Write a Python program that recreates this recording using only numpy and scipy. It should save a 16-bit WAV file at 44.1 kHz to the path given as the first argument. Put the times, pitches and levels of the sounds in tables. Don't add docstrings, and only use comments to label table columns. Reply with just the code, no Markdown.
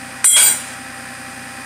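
import sys
import numpy as np
from scipy import signal
from scipy.fft import rfft, irfft, next_fast_len
from scipy.io import wavfile
from scipy.ndimage import uniform_filter1d, minimum_filter1d

SR = 44100
rng = np.random.default_rng(int(sys.argv[2]) if len(sys.argv) > 2 else 0)


def generate_wav(signal):
    frames = np.transpose(np.atleast_2d(signal))
    scaled = np.clip(frames, -1, 1) * 32767
    pcm = np.round(scaled).astype(np.int16)
    wavfile.write(sys.argv[1], SR, pcm)


N = 72765
T = np.arange(N) / SR

# (multiple of the engine's cycle rate, level [dB])
ENGINE_TONES = [(6, -59.5), (9, -54), (12, -48.5), (15, -60), (18, -57.5), (21, -55.5), (23, -45.5),
                (24, -47.5), (28, -57.5), (54, -73), (108, -60.5), (174, -49), (186, -46), (237, -47)]
# (multiple of the pump's pitch, level [dB])
PUMP_TONES = [(1, -47), (2, -50.5), (3, -42.5), (4, -54.5), (5, -50.5), (6, -52)]
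# (frequency [Hz], relative level [dB])
CLATTER_COLOUR = [(25, -46), (60, -20), (120, -10), (250, -2), (430, -11.5), (560, -4.5), (950, -5.5),
                  (1300, -1.5), (1750, 3.5), (2000, -2.5), (2200, -5), (2450, -2), (3000, -12), (4400, -18),
                  (4950, -7), (5700, -24.5), (8000, -12.5), (16000, -52)]
# (frequency [Hz], relative level [dB])
HISS_COLOUR = [(2000, -15), (6000, -10.5), (8000, -17.5), (8900, 1), (9300, -4.5), (10000, -12),
               (12000, -16.5), (13500, -23), (15500, -22.5)]
# (time [s], knock level [dB])
BLOWS = [(0.243, 6.5), (0.363, -11), (.423, -20), (0.484, -35)]
# (frequency [Hz], relative level [dB])
KNOCK_COLOUR = [(60, -43), (150, -16), (600, -10.5), (1000, -4), (1450, 3.5), (2300, 2), (3500, -12),
                (6000, -13), (8800, 3.5), (11000, -21), (16000, -51)]
# (frequency [Hz], strength at blow 1, 2, 3 and 4 [dB], time to fade by 60 dB [s], swell time [s])
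STEEL_TONES = [(1416, -26, -38, -43, -39, 0.5, 0.006), (2099, -16, -30, -31, -46, 0.46, 0.02),
               (3970, -18, -25, -27, -35, 0.4, 0.018), (4724, -25, -17, -33, -37, 0.38, 0.012),
               (5763, -18, -32, -26, -31, 0.32, 0.016), (5915, -12, -27, -27, -26, 0.24, 0.01),
               (6950, -12, -19, -28, -41, 0.42, 0.038), (7150, -12, -17, -21, -39, 0.39, 0.033),
               (7674, 2, -14, -18, -37, 0.41, 0.014), (8160, -2, -9, -11, -35, 0.36, 0.006),
               (8268, -1, -8, -11, -33, 0.34, 0.006), (8510, -7, -12, -12, -34, 0.2, 0.004),
               (8598, -2, -9, -11, -32, 0.35, 0.009), (8672, -2, -9, -14, -32, 0.42, 0.009),
               (8760, -2, -9, -13, -32, 0.36, 0.012), (8870, -8, -13, -16, -36, 0.3, 0.002),
               (9641, 2, -14, -19, -33, 0.49, 0.025), (10043, -3, -14, -16, -39, 0.42, 0.015),
               (10830, -10, -19, -22, -46, 0.45, 0.04), (11676, -7, -8, -44, -49, 0.29, 0.017),
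               (12410, -21, -29, -28, -52, 0.37, 0.008), (12830, -18, -29, -33, -52, 0.35, 0.024),
               (13135, -17, -28, -30, -52, 0.41, 0.022), (13780, -12, -29, -22, -48, 0.36, 0.012),
               (14620, -28, -27, -14, -23, 0.29, 0.012), (14973, -28, -26, -12, -20, 0.31, 0.012)]
# (time [s], level [dB])
SKITTER_LEVELS = [(.245, -15.5), (.30, -28), (.358, -30.5), (.367, -7.5), (.388, -8.5), (.42, -15),
                  (.48, -25.5), (.53, -33), (.60, -38), (.75, -40)]
# (frequency [Hz], relative level [dB])
SKITTER_COLOUR = [(100, -28), (330, -25.5), (520, -0.5), (1000, -9.5), (1600, -1), (2400, 3.5), (3600, 0),
                  (5500, -3), (7000, 2.5), (8600, 3), (10500, -1), (16000, -32.5)]
# (frequency [Hz], width [Hz], gain [dB])
SKITTER_RINGS = [(1020, 66, -19), (1585, 73, -6), (2310, 74, -8.5), (2875, 36, -15.5)]
# (frequency [Hz], width [Hz], gain [dB])
SETTLE_RINGS = [(196, 24, -41), (376, 70, -41.5), (600, 200, -39.5), (848, 73, -35)]


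def from_db(db):
    return 10 ** (np.asarray(db) / 20)


def unit_power(x):
    return x / np.sqrt(np.mean(x ** 2) + 1e-20)


def drift(per_s):
    step, warm_up = 40, 2000
    memory = np.exp(-2 * np.pi * step * per_s / SR)
    noise = rng.standard_normal(N // step + warm_up + 2)
    slow = signal.lfilter([1], [1, -2 * memory, memory ** 2], noise)[warm_up:]
    return np.interp(np.arange(N) / step, np.arange(len(slow)), unit_power(slow))


def colour(x, points):
    hz, db = np.transpose(points)
    size = 2 * next_fast_len(N)
    grid_hz = np.arange(size // 2 + 1) * SR / size + 1
    gain = unit_power(from_db(np.interp(np.log(grid_hz), np.log(hz), db)))
    cepstrum = irfft(np.log(gain))
    cepstrum[1:size // 2] *= 2
    cepstrum[size // 2 + 1:] = 0
    return irfft(rfft(x, size) * np.exp(rfft(cepstrum)))[:N]


def shaft_tones(turns, tones):
    return sum(np.sqrt(2) * from_db(db) * np.sin(2 * np.pi * (multiple * turns + rng.random()))
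               for multiple, db in tones)


def diesel_clatter(cycles, cycle_hz, cylinders=6, firing_depth=0.18, repeat_share=0.34, db=-34.5):
    place_in_cycle = (cycles % 1 * SR / cycle_hz).astype(int)
    repeating = rng.standard_normal(N)[place_in_cycle]
    rattle = np.sqrt(repeat_share) * repeating + np.sqrt(1 - repeat_share) * rng.standard_normal(N)
    firing = 1 + firing_depth * np.cos(2 * np.pi * cylinders * cycles)
    return from_db(db) * unit_power(colour(rattle * firing, CLATTER_COLOUR))


def truck(cycle_hz=10.4, pump_hz=262.2, speed_wander=0.0011, hiss_db=-40):
    shaft_s = np.cumsum(1 + speed_wander * drift(per_s=2.7)) / SR
    cycles = cycle_hz * shaft_s
    hum = shaft_tones(cycles, ENGINE_TONES)
    whine = shaft_tones(pump_hz * shaft_s, PUMP_TONES)
    clatter = diesel_clatter(cycles, cycle_hz)
    hiss = from_db(hiss_db) * colour(rng.standard_normal(N), HISS_COLOUR)
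    return hum + whine + clatter + hiss


def knocks(fade_s=0.018):
    bursts = sum((T >= start) * from_db(db - 60 * np.maximum(T - start, 0) / fade_s)
                 for start, db in BLOWS)
    return colour(bursts * rng.standard_normal(N), KNOCK_COLOUR)


def waver(hz, tumble_db=3.32, tumble_per_s=19.5, pitch_share=0.00086, shiver_depth=0.29, shiver_per_s=84):
    sway = np.exp(2j * np.pi * hz * pitch_share * np.cumsum(drift(tumble_per_s)) / SR)
    shiver = 1 + shiver_depth * (drift(shiver_per_s) + 1j * drift(shiver_per_s))
    return from_db(tumble_db * drift(tumble_per_s)) * shiver * sway


def steel_ring():
    ring = np.zeros(N)
    for hz, *levels_db, fade_s, swell_s in STEEL_TONES:
        unsteady = waver(hz)
        for (start, _), db in zip(BLOWS, levels_db):
            age = np.maximum(T - start, 0)
            strength = from_db(db - 60 * age / fade_s) * (1 - np.exp(-age / swell_s))
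            tone = np.real(unsteady * np.exp(2j * np.pi * (hz * age + rng.random())))
            ring += np.sqrt(2) * strength * tone
    return ring


def squeal(hz=3288, peak_s=0.39, peak_db=-14, rise_db_per_s=62, fall_db_per_s=212):
    past_peak_s = T - peak_s
    db = peak_db + np.minimum(rise_db_per_s * past_peak_s, -fall_db_per_s * past_peak_s)
    tone = np.real(waver(hz) * np.exp(2j * np.pi * hz * T))
    after_first_blow = T > BLOWS[0][0]
    return np.sqrt(2) * after_first_blow * from_db(db) * tone


def contacts(per_s=4000, spread_db=2):
    sizes = from_db(spread_db * np.minimum(rng.exponential(1, N), 4))
    signs = rng.choice([-1, 1], N)
    touching = rng.random(N) < per_s / SR
    return unit_power(sizes * signs * touching)


def resonate(taps, rings):
    out = 0
    for hz, width_hz, db in rings:
        decay = np.exp(-np.pi * width_hz / SR)
        feed = np.sqrt((1 - decay ** 2) / 2) * np.array([1, 0, -1])
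        feedback = [1, -2 * decay * np.cos(2 * np.pi * hz / SR), decay ** 2]
        out = out + from_db(db) * signal.lfilter(feed, feedback, taps + 1e-18)
    return out


def skitter():
    times, levels_db = np.transpose(SKITTER_LEVELS)
    grating = contacts() * from_db(np.interp(T, times, levels_db, left=-120, right=-120))
    return colour(grating, SKITTER_COLOUR) + resonate(grating, SKITTER_RINGS)


def settle(middle_s=0.474, half_length_s=0.06):
    swell = np.exp(-((T - middle_s) / half_length_s) ** 2 / 2)
    return resonate(contacts() * swell, SETTLE_RINGS)


def yard_echoes(sound, db=-28, delay_s=0.061, fade_s=1, dull_hz=9000):
    tail = rng.standard_normal(N) * from_db(-60 * T / fade_s) * (T > delay_s)
    tail /= np.sqrt(np.sum(tail ** 2))
    dulled = signal.sosfilt(signal.butter(2, dull_hz, fs=SR, output="sos"), sound)
    return from_db(db) * signal.fftconvolve(dulled, tail)[:N]


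def scene():
    clank = steel_ring() + squeal() + knocks() + skitter() + settle()
    return (clank + yard_echoes(clank) + truck())[None]


def duck(sound, limit_db=-8, detect_s=0.0047, release_db_per_s=157):
    power = uniform_filter1d(sound ** 2, int(detect_s * SR))
    over_db = np.maximum(10 * np.log10(np.maximum(power, 1e-12)) - limit_db, 0)
    release_db = release_db_per_s * T
    cut_db = np.maximum.accumulate(over_db + release_db, axis=-1) - release_db
    return sound * from_db(-uniform_filter1d(cut_db, size=64))


def limit_peaks(sound, ceiling=0.79, hold_s=0.00025):
    hold = int(hold_s * SR)
    gain = minimum_filter1d(ceiling / np.maximum(np.abs(sound), ceiling), hold)
    return sound * uniform_filter1d(gain, hold)


def record(dry):
    limited = limit_peaks(duck(dry))
    treble_cut = signal.firwin(401, cutoff=15600, fs=SR)
    return signal.fftconvolve(limited, treble_cut[None], "same")


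dry = scene()
out = record(dry)
generate_wav(out)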